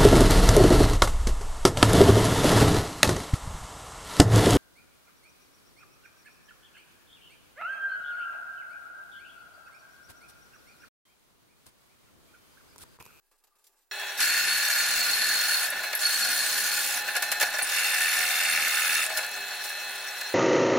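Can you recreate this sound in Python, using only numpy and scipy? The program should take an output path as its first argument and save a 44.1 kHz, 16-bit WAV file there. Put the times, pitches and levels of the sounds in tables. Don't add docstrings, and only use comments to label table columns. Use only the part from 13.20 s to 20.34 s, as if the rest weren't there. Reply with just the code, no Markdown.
import sys
import numpy as np
from scipy import signal
from scipy.fft import rfft, irfft, next_fast_len
from scipy.io import wavfile
from scipy.ndimage import uniform_filter1d, map_coordinates

SR = 44100
rng = np.random.default_rng(int(sys.argv[2]) if len(sys.argv) > 2 else 0)


def voltage_ratio(decibels):
    exponent = np.asarray(decibels, float) / 20
    return 10 ** exponent


def generate_wav(signal):
    frames = np.transpose(np.atleast_2d(signal))
    scaled = np.clip(frames, -1, 1) * 32767
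    pcm = np.round(scaled).astype(np.int16)
    wavfile.write(sys.argv[1], SR, pcm)


N = 314874

START_S, TOP_HZ = .712, 15900

# (time [s], level [dB])
SLIDE_DB = [
    (0.0, -83),
    (0.102, -80),
    (0.376, -79.5),
    (0.6, -74.5),
    (0.7, -83.5),
]
# (time [s], peak [dB], bright part [dB], length [s])
HANDLING = [
    (0.112, -58, -10, 0.041),
    (0.237, -61, 1, 0.022),
    (0.27, -63, -4, 0.024),
    (0.352, -64, -8, 0.03),
    (0.384, -67, -4, 0.032),
    (0.44, -67, 9, 0.028),
    (0.467, -63.5, 8, 0.022),
]
# (frequency [Hz], density [dB per Hz])
WOOD_COLOUR = [(12, -29), (20, 18), (32, -29), (107, -36), (294, -14), (390, -18), (620, -12), (1210, -12),
               (2500, -20), (3250, -42), (5500, -120)]
# (frequency [Hz], density [dB per Hz])
DUST_COLOUR = [(1180, -36), (2000, -10), (4340, -2.5), (6530, -4), (7060, -3), (14800, -4.5), (16000, -14)]
# (frequency [Hz], width [Hz], level [dB])
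PLANK_MODES = [(396, 60, -6), (850, 90, -4.5), (1180, 38, -6), (1630, 150, -9), (2680, 150, -11)]
# (frequency [Hz], width [Hz], level [dB])
SCRAPE_MODES = [(1195, 40, -77)]
SCRAPE_S, SCRAPE_HALF_S = .34, .09

# (time [s], speed [turns Hz])
SPINDLE_HZ = [(.72, 41.45), (.97, 41.45), (1.1, 39.2), (2.42, 39.9), (2.52, 41.58), (2.75, 41.58),
              (3.0, 40.05), (3.55, 40), (3.82, 41.58), (4.3, 41.58), (4.55, 40.4), (5, 40.65), (5.5, 40.55),
              (5.8, 40.75), (5.95, 41.58), (7.14, 41.58)]
IDLE_HZ, BALLS_PER_TURN, NICK_PASS_S = 41.58, 6.22, 5.8636
# (frequency [Hz], width [Hz], level [dB])
FRAME_MODES = [(1416, 50.5, -4.5), (1486, 64, -3), (1562, 50, -6.5), (1672, 66, -3), (1786.4, 27.3, 2)]
# (frequency [Hz], width [Hz], level [dB])
BOARD_MODES = [(1952, 79, -3.5), (2108, 55, -1.5), (2256, 90, -1.5), (2338, 68, -1.5), (2521, 51, -1.5),
               (2592, 37, -0.5), (2704, 68, 1), (2925, 93, -8.5), (3578, 66, -4), (3667, 16.4, -0.5)]
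# (frequency [Hz], width [Hz], level [dB])
SHANK_MODES = [(4184, 36, 1), (4280, 33, 0), (4388, 34, 6), (4570, 200, -14.5), (5590, 46, -11.5)]
# (frequency [Hz], width [Hz], level [dB])
HOUSING_MODES = [(410, 69, -13.5), (521, 48, -6), (637.6, 47, -2), (723, 9.4, 3.5), (818, 47.6, 2),
                 (1042, 72, -4), (1247, 103, -5.5)]
# (frequency [Hz], width [Hz], level [dB])
NICK_MODES = [(8730, 510, 9), (10050, 500, 9)]
# (frequency [Hz], width [Hz], level [dB])
HOLE_MODES = [(1228, 31, 2), (1318, 51, 3)]
# (frequency [Hz], width [Hz], level [dB])
LOOSE_MODES = [(5760, 90, -2), (6840, 90, -7), (8060, 77, 6.5), (10040, 240, -9), (11300, 230, -3),
               (13400, 400, -15)]
# (frequency [Hz], width [Hz], level [dB])
BELT_MODES = [(1701, 60, -40.5), (5605, 80, -46.5)]
BELT_LAP_S, BELT_PASS_S = .0935, 6.6
# (frequency [Hz], density [dB per Hz])
CHIPS_COLOUR = [(700, -28), (1100, -2.5), (1300, -2.5), (2000, -2.5), (3000, 0), (5000, 3), (6200, 1.5),
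                (6900, 3), (8000, -2), (9200, 0), (11300, 0.5), (13000, -3), (15500, -2), (16000, -23)]
# (frequency [Hz], density [dB per Hz])
SPRAY_COLOUR = [(5000, -33), (7500, -8), (11000, -6), (15800, -2.5)]
# (frequency [Hz], density [dB per Hz])
RUN_COLOUR = [(150, -60), (300, -12.5), (600, -4.5), (1100, -4), (2000, -17.5), (3000, 6.5), (4300, 9.5),
              (4900, -24), (5400, -14), (5600, 8), (5800, -8), (7000, 1.5), (10500, -50), (15800, -1)]
# (frequency [Hz], density [dB per Hz])
THUD_COLOUR = [(12, -1), (25, -5.5), (100, -10), (160, -9), (220, -3.5), (320, -6), (480, -4.5), (650, -40),
               (1100, -120)]

# (multiple of ball rate, level [dB], gain with play [dB/dB], loss with load [dB/Hz])
WHINE = [(10, -46, 0.6, .93), (16, -47, 1.86, 9), (13, -54, 0.3, 0), (15, -58, -0.8, 0)]
# (time [s], play [dB])
PLAY_DB = [(.72, 1), (.91, -8), (2.52, -6), (2.67, 4.5), (2.8, -7), (3.82, 3), (4.01, -2), (4.11, 4.5),
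           (4.4, -4), (5.95, 1), (6.1, -0.5), (6.22, 2.5), (6.38, -0.5), (6.53, 2), (6.88, -0.5),
           (6.96, -1.5), (7.07, 4), (7.14, 0)]
# (frequency [Hz], level [dB])
HUM = [(1696, -68), (1998, -55), (2550, -62.5)]
# (frequency [Hz], level [dB])
DRONE = [(400, -68), (732.6, -62.5), (835, -63.5)]
# (time [s], frequency [Hz], level [dB], half length [s])
SWELLS = [(.8, 400, -61, 0.11), (0.856, 3352, -48.5, 0.085), (0.843, 835, -52, 0.04),
          (3.096, 732.6, -52, 0.097), (3.1, 835, -60, 0.15), (3.885, 732.6, -56, 0.17),
          (3.885, 835, -48, 0.31), (4.65, 835, -58, 0.73), (5.08, 732.6, -48.5, 0.29),
          (5.907, 645, -44.5, 0.028), (5.97, 620, -44, 0.033), (6.192, 732.6, -52, 0.14),
          (6.3, 835, -60, 0.54), (6.2, 400, -59, .06), (6.8, 400, -66, 0.53)]
# (time [s], peak [dB], bright part [dB], T60 [s])
KNOCKS = [(0.8285, -23, -25, 0.038), (0.9754, -38, 5, 0.066), (1.0026, -23, 3, 0.059),
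          (2.5186, -27, -35, 0.3), (2.568, -26.5, -20, 0.07), (2.634, -24.5, -9.5, 0.15),
          (2.7292, -16.5, -11, 0.038), (2.7916, -30, 1, 0.057), (3.8767, -22, -12, 0.11),
          (3.9516, -16.5, -14, 0.055), (3.964, -19, -6, 0.056), (4.0224, -19.5, -4.5, 0.091),
          (4.116, -17.5, -3, 0.066), (4.199, -21.5, -2.5, 0.054), (4.21, -15.5, -6.5, 0.064),
          (4.226, -12, -10, 0.043), (4.2614, -40, -18, 0.053), (4.338, -23.5, -8, 0.08),
          (4.3839, -19.5, -10, 0.097), (4.41, -19.5, -31, 0.045), (5.838, -31, -15, 0.03),
          (5.896, -23.5, -26, 0.13), (5.9725, -25.5, 4, 0.054), (5.9854, -22.5, -20, 0.058),
          (6.0276, -24.5, -14, 0.082), (6.168, -27, -26, 0.065), (6.333, -28, -17, 0.054),
          (6.4386, -36, 3, 0.18), (7.012, -20, -10, 0.032)]
AFTERFALL_DB, AFTERFALL_LONGER = -15, 2.7
# (time [s], peak [dB], pitch [Hz], T60 [s], roughness [0-1])
SQUEAKS = [(2.5027, -20, 11000, .03, .3), (2.7511, -15, 11500, .03, .1), (2.757, -27, 11600, .12, .1),
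           (2.7751, -22, 11500, .02, .12), (2.7511, -26, 7800, .02, .15), (4.4223, -16, 10300, .03, .15),
           (4.428, -22, 9600, .15, .3), (5.8391, -19, 8700, .015, .3), (5.8636, -18, 8620, .015, .3),
           (6.0656, -27, 10400, .012, .4), (6.1145, -29, 10800, .012, .4), (6.152, -29, 6500, .015, .25),
           (6.1629, -29, 10700, .012, .4), (6.422, -31, 5700, .015, .3), (6.695, -33, 10000, .012, .4),
           (7.012, -33, 9300, .015, .3), (7.13, -33, 9500, .012, .4)]

# (touch [s], time to bite [s], hand backs off [s], lifts clear [s])
PLUNGES = [
    (.975, 0.037, 2.37, 2.5),
    (2.79, 0.042, 3.6, 3.83),
    (4.418, 0.13, 5.76, 5.885),
]
# (frame [dB], board [dB], shank [dB], chips [dB], thud [dB])
SHAKE_DB = [
    [(-30.5, -34, -34.5, -30.5, -62), (-35, -38, -31.5, -32, -71)],
    [(-33.5, -41.5, -31, -31.5, -71), (-40.5, -38, -40.5, -31.5, -65.5)],
    [(-34, -31.5, -41.5, -31.5, -73), (-32.5, -31, -41, -32, -67.5)],
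]
# (bite depth [0-1], nick tick [dB], flying chips [dB], hole ring [dB])
GRIP = [
    [(.4, -81, -35, -63), (.6, -34.5, -31.5, -49)],
    [(.2, -36, -72, -69), (.4, -37, -65, -63)],
    [(.6, -37, -66, -51), (1.1, -37.5, -38, -39.5)],
]
BITE_SHAPE = (1.4, 1.1, 1.7, 0.68, 0.74)
# (frame, board, shank, chips, thud [dB])
BACK_OFF_DB = (-6, -1.5, -10, -1.5, -5)
# (nick, flying chips, hole ring [dB])
FREE_DB = (-55.5, -53, -63)
# (level [dB], gain with rub [dB/dB])
FREE_RUN = [(-40, 1), (-45, 0.58), (-49.5, 0.47), (-48.5, 1), (-75.5, 1)]
# (time [s], level [dB])
RUB_DB = [(.72, -4), (.83, 0.5), (.96, -1), (2.51, 4), (2.79, 2), (3.84, 2.5), (3.9, 5), (4.0, 2.5),
          (4.19, 2.5), (4.23, 8), (4.28, 6.5), (4.4, 3), (5.89, 2), (5.98, 6), (6.1, -1.5), (6.33, -1),
          (6.38, -1.5), (7.14, -2.5)]
RELEASE_S, FREE_GRIP = 0.056, 0.33
FIRST_CHIPS_DB, FIRST_CHIPS_T60_S = -26, .6
DUSTING_DB_PER_S = 0.78
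HOUSING_DB, HOUSING_LOAD_DB, HOUSING_RUB_DB_PER_DB = -45, 0.5, 0.49
SNAP_LAG_TURNS, SNAP_DB, SNAP_GROWS_DB, SNAP_DIES_DB = .58, 1, 17, 60
SAME_GRAIN, GRAIN_TURNS = 0.42, 7.5

# (frequency [Hz], correlation [-1 to 1])
ALIKE = [(60, .4), (300, 0.87), (700, 0.93), (1700, 0.98), (2300, 0.58), (4400, 0.51), (6500, 0.2),
         (8000, 0.96), (15000, 0.99)]
# (frequency [Hz], left over right [dB])
BALANCE_DB = [(125, 0), (250, 0), (600, 1.6), (1200, 1), (2400, -1), (4400, .9), (8000, -0.6)]
# (frequency [Hz], phase [rad])
PATHS_RAD = [(1200, 0.046), (2500, 0.78), (5000, 0.88), (7500, 0.52)]
PATH_HZ = 350
GAP_BASE, GAP_GAIN = .02, 11


def along(points, hz):
    f, v = np.transpose(points)
    return np.interp(np.log(hz + 1), np.log(f + 1), v)


def curves(rows):
    s, *cols = np.transpose(rows)
    return [np.interp(np.arange(N) / SR, s, c) for c in cols]


def wobble(rate_hz):
    knots = rng.standard_normal(int(N * rate_hz / SR) + 4)
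    return map_coordinates(knots, [np.arange(N) * rate_hz / SR])


def colour(spectrum):
    return lambda hz: voltage_ratio(along(spectrum, hz))


def modes(table):
    def response(f):
        total = 0
        for k, (centre, width, db) in enumerate(table):
            damping = 1j * f * width
            total = total + (-1) ** k * voltage_ratio(db) * damping / (centre * centre - f * f + damping)
        return total
    return response


def shaken(force, response, alike=ALIKE, noise=lambda: rng.standard_normal((2, N))):
    m = next_fast_len(N + SR // 4)
    hz = np.fft.rfftfreq(m, 1 / SR)
    gain = response(hz)
    turn = np.arccos(np.clip(along(alike, hz), -1, 1)) / 2
    mid, side = rfft(force * noise(), m) * gain * [np.cos(turn), np.sin(turn)]
    scatter = map_coordinates(rng.standard_normal(SR // PATH_HZ), [hz / PATH_HZ])
    lead_rad = along(PATHS_RAD, hz) * scatter
    tilt = voltage_ratio(along(BALANCE_DB, hz) / 2) * np.exp(.5j * lead_rad)
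    pair = irfft([(mid + side) * tilt, (mid - side) / tilt], m)[:, :N]
    return pair / np.sqrt(np.mean(np.abs(gain) ** 2))


def bursts(times_s, levels_db, t60s, attack_s):
    force, t = np.zeros(N + SR), np.arange(SR // 3) / SR
    for s, db, t60 in zip(times_s, levels_db, t60s):
        force[round(s * SR):][:len(t)] += voltage_ratio(db - 60 * t / t60) * (1 - np.exp(-t / attack_s))
    return force[:N]


def joined(a, b):
    return 10 * np.log10(a ** 2 + b ** 2)


def handling():
    drag_db, = curves(SLIDE_DB)
    s, db, bright_db, length_s = np.transpose(HANDLING)
    wood = voltage_ratio(drag_db + 1.5 * wobble(60.0)) + bursts(s, db - 7.5, 3 * length_s, attack_s=0.004)
    dust = voltage_ratio(drag_db + 2.0 + 2.3 * wobble(92))
    dust = dust + bursts(s, db + bright_db + 2, 3 * length_s, attack_s=0.0027)
    swell_db = -6 * ((np.arange(N) / SR - SCRAPE_S) / SCRAPE_HALF_S) ** 2
    edge = voltage_ratio(SCRAPE_MODES[0][2] + swell_db + 3 * wobble(30))
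    out = shaken(edge, modes(SCRAPE_MODES))
    out = out + voltage_ratio(-1) * shaken(wood, colour(WOOD_COLOUR))
    out = out + voltage_ratio(-3.5) * shaken(wood, modes(PLANK_MODES))
    return out + shaken(dust, colour(DUST_COLOUR))


def turns():
    total = np.cumsum(curves(SPINDLE_HZ)[0]) / SR
    return total - total[round(NICK_PASS_S * SR)]


def contact():
    t = np.arange(N) / SR
    touch, bite, back, lift = np.transpose(PLUNGES)[:, :, None]
    gate = np.clip((t - touch) / bite, 0, 1) * np.clip((lift - t) / RELEASE_S, 0, 1)
    easing = np.sqrt(np.clip((t - back) / (lift - back), 0, 1)) * (t < lift)
    return gate.sum(0), easing.sum(0), np.where(t > touch, t - touch, 9).min(0)


def deepening(table):
    rows = []
    for (touch, _, _, lift), (first, last) in zip(PLUNGES, table):
        rows += [(touch, *first), (lift, *last)]
    return np.array(curves(rows))


def shaking():
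    gate, easing, _ = contact()
    free_db, follows = np.transpose(FREE_RUN)[:, :, None]
    free_db = free_db + follows * curves(RUB_DB)[0]
    free_db[3] += DUSTING_DB_PER_S * np.arange(N) / SR
    cut_db = deepening(SHAKE_DB) + np.array(BACK_OFF_DB)[:, None] * easing
    return joined(voltage_ratio(free_db), gate ** np.array(BITE_SHAPE)[:, None] * voltage_ratio(cut_db))


def grip():
    gate, _, since_s = contact()
    depth, *levels_db = deepening(GRIP)
    cut = voltage_ratio(levels_db)
    cut[1] += voltage_ratio(FIRST_CHIPS_DB - 60 * since_s / FIRST_CHIPS_T60_S)
    depth = FREE_GRIP + gate * (depth - FREE_GRIP)
    return depth, *joined(voltage_ratio(FREE_DB)[:, None], gate * cut)


def motor():
    housing_db = HOUSING_DB + HOUSING_LOAD_DB * contact()[0] + HOUSING_RUB_DB_PER_DB * curves(RUB_DB)[0]
    thud_db = shaking()[4]
    out = shaken(voltage_ratio(housing_db - 2.0 + 1.0 * wobble(80)), modes(HOUSING_MODES))
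    out = out + shaken(voltage_ratio(thud_db + 7.5 + 3.96 * wobble(7)), colour(THUD_COLOUR))
    out = out + shaken(voltage_ratio(-43.5 + 0.43 * wobble(40) + 0.71 * wobble(3.3)), colour(RUN_COLOUR))
    balls, t = BALLS_PER_TURN * turns(), np.arange(N) / SR
    load_hz = IDLE_HZ - curves(SPINDLE_HZ)[0]
    play_db = curves(PLAY_DB)[0]
    tones = [(k * balls, db + follows * play_db - seated * load_hz) for k, db, follows, seated in WHINE]
    tones += [(f * t, db) for f, db in HUM + DRONE]
    tones += [(f * t, db - 6 * ((t - s) / half) ** 2) for s, f, db, half in SWELLS]
    for cycles, db in tones:
        lead_rad = rng.normal(0, 0.092) * np.array([[1], [-1]])
        level = np.sqrt(2) * voltage_ratio(db + 1.8 * wobble(9))
        out = out + level * np.sin(2 * np.pi * cycles + 0.52 * wobble(25) + lead_rad)
    return out


def rattle():
    when, size = rng.random((190, 2)).T
    jolts = bursts(N / SR * when, -47 - 5 * np.log(size + 0.029), np.full(len(when), .02), attack_s=0.00038)
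    lap = np.cos(np.pi * (np.arange(N) / SR - BELT_PASS_S) / BELT_LAP_S) ** 4 * voltage_ratio(2.3 * wobble(10))
    out = shaken(jolts + voltage_ratio(-69), modes(LOOSE_MODES))
    for part in BELT_MODES:
        out = out + shaken(voltage_ratio(part[2]) * lap, modes([part]))
    return out


def knocks():
    s, db, bright_db, t60 = np.transpose(KNOCKS)
    jolt = bursts(s, db, t60, attack_s=0.0008)
    spit = bursts(s, db + bright_db - 0.5, t60, attack_s=0.00043)
    trickle = bursts(s, db + bright_db + AFTERFALL_DB, AFTERFALL_LONGER * t60, attack_s=0.008)
    out = voltage_ratio(-7.0) * shaken(jolt, modes(FRAME_MODES))
    out = out + voltage_ratio(-8.0) * shaken(jolt, modes(BOARD_MODES))
    out = out + voltage_ratio(-14.0) * shaken(jolt, modes(HOUSING_MODES))
    out = out + voltage_ratio(-14.5) * shaken(jolt, modes(SHANK_MODES))
    return out + shaken(spit + trickle, colour(CHIPS_COLOUR))


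def grain():
    age = (turns() - turns()[0]) / GRAIN_TURNS
    layer = age.astype(int)
    spot = (turns() % 1 * (SR // IDLE_HZ)).astype(int)
    wood = rng.standard_normal((2, 100, SR // 40))
    fade = np.pi / 2 * (age % 1)
    again = np.cos(fade) * wood[:, layer, spot] + np.sin(fade) * wood[:, layer + 1, spot]
    share = SAME_GRAIN * contact()[0]
    return np.sqrt(share) * again + np.sqrt(1 - share) * rng.standard_normal((2, N))


def bites(fibres, depth, depth_db, uneven_db, lag_turns, rough_db, own_db):
    angle = 2 * np.pi * (turns() - lag_turns)
    swing_db = depth * (depth_db * np.cos(2 * angle) + uneven_db * np.cos(angle))
    force = voltage_ratio(swing_db + rough_db * fibres + own_db * wobble(200))
    return force / np.sqrt(np.abs(uniform_filter1d(force ** 2, size=SR // 8)))


def boring():
    frame_db, board_db, shank_db, chips_db, _ = shaking()
    fibres = wobble(160)
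    depth, nick_db, spray_db, hole_db = grip()

    force = voltage_ratio(frame_db + 0.2) * bites(fibres, depth, depth_db=4.0, uneven_db=0.5, lag_turns=0.018,
                                        rough_db=1.64, own_db=0.2)
    out = shaken(force, modes(FRAME_MODES), noise=grain)
    force = voltage_ratio(board_db + 1.26) * bites(fibres, depth, depth_db=7.5, uneven_db=2.0, lag_turns=0.037,
                                         rough_db=0.4, own_db=0.7)
    out = out + shaken(force, modes(BOARD_MODES), noise=grain)
    force = voltage_ratio(shank_db + 2.5) * bites(fibres, depth, depth_db=3.0, uneven_db=-2.0, lag_turns=0.069,
                                        rough_db=-0.3, own_db=3.0)
    out = out + shaken(force, modes(SHANK_MODES))
    force = voltage_ratio(chips_db + 1.64) * bites(fibres, depth, depth_db=1.0, uneven_db=-2.2, lag_turns=0.032,
                                         rough_db=0.5, own_db=1.5)
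    out = out + shaken(force, colour(CHIPS_COLOUR))

    snap_db = board_db + SNAP_DB + SNAP_GROWS_DB * (depth - 1)
    snap = voltage_ratio(snap_db + 1.2 * wobble(40) - SNAP_DIES_DB * ((turns() - SNAP_LAG_TURNS) % 1))
    out = out + shaken(snap, modes(BOARD_MODES), noise=grain)
    out = out + voltage_ratio(-6) * shaken(snap, modes(FRAME_MODES), noise=grain)

    tick = voltage_ratio(nick_db + 7.5 + 0.83 * wobble(40) - 44 * (turns() % 1))
    spray = voltage_ratio(spray_db + 2.4 * wobble(21.77))
    out = out + shaken(tick, modes(NICK_MODES))
    out = out + shaken(spray, colour(SPRAY_COLOUR), alike=[(5000, -1.4)])
    return out + shaken(voltage_ratio(hole_db), modes(HOLE_MODES))


def squeaks():
    out, t = np.zeros((2, N + SR)), np.arange(SR // 8) / SR
    for s, db, hz, t60, rough in SQUEAKS:
        steps = rough * rng.standard_normal(len(t)) + 0.095 * rng.standard_normal((2, len(t)))
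        wander_rad = np.cumsum(steps, axis=1)
        envelope = voltage_ratio(db - 60 * t / t60) * (1 - np.exp(-t / 0.00018))
        out[:, round(s * SR):][:, :len(t)] += envelope * np.sin(2 * np.pi * hz * t + wander_rad)
    return out[:, :N]


def scene():
    running = np.arange(N) >= START_S * SR
    machine = motor() + rattle() + knocks() + boring() + squeaks()
    return np.where(running, machine, handling())


def treble_gaps(x, patchy_db):
    hz, t, z = signal.stft((x[0] + x[1]) / 2, SR, nperseg=1024)
    band, frame = (hz // 690).astype(int), np.arange(len(t)) // 4
    luck, slip = rng.random((2, band[-1] + 1, frame[-1] + 1))[:, band][:, :, frame]
    flying = voltage_ratio(np.interp(t * SR, np.arange(N), grip()[2]))
    treble = np.clip((hz[:, None] - 6500) / 6500, 0, 1.3) ** 1.5
    share = (GAP_BASE + GAP_GAIN * flying) * treble
    power = uniform_filter1d(uniform_filter1d(np.abs(z) ** 2, size=24, axis=0), size=7, axis=1)
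    quiet = power < 2 * np.median(power[hz > 6500], axis=0)
    uneven = voltage_ratio(patchy_db * (2 * slip - 1) * (hz[:, None] > 5000))
    gain = np.where((luck < share) & quiet, .01, uneven)
    mid = signal.istft(z * gain, SR, nperseg=1024)[1][:N]
    side = (x[0] - x[1]) / 2
    return np.array([mid + side, mid - side])


def low_pass(x):
    return signal.sosfilt(signal.butter(12, 16260, fs=SR, output="sos"), x)


def record(dry):
    m = next_fast_len(N)
    passed = np.fft.rfftfreq(m, 1 / SR) < TOP_HZ
    kept = irfft(rfft(dry, m) * passed, m)[:, :N]
    mix = treble_gaps(kept, patchy_db=3.5)
    return low_pass(mix)


dry = scene()
out = record(dry)
generate_wav(out)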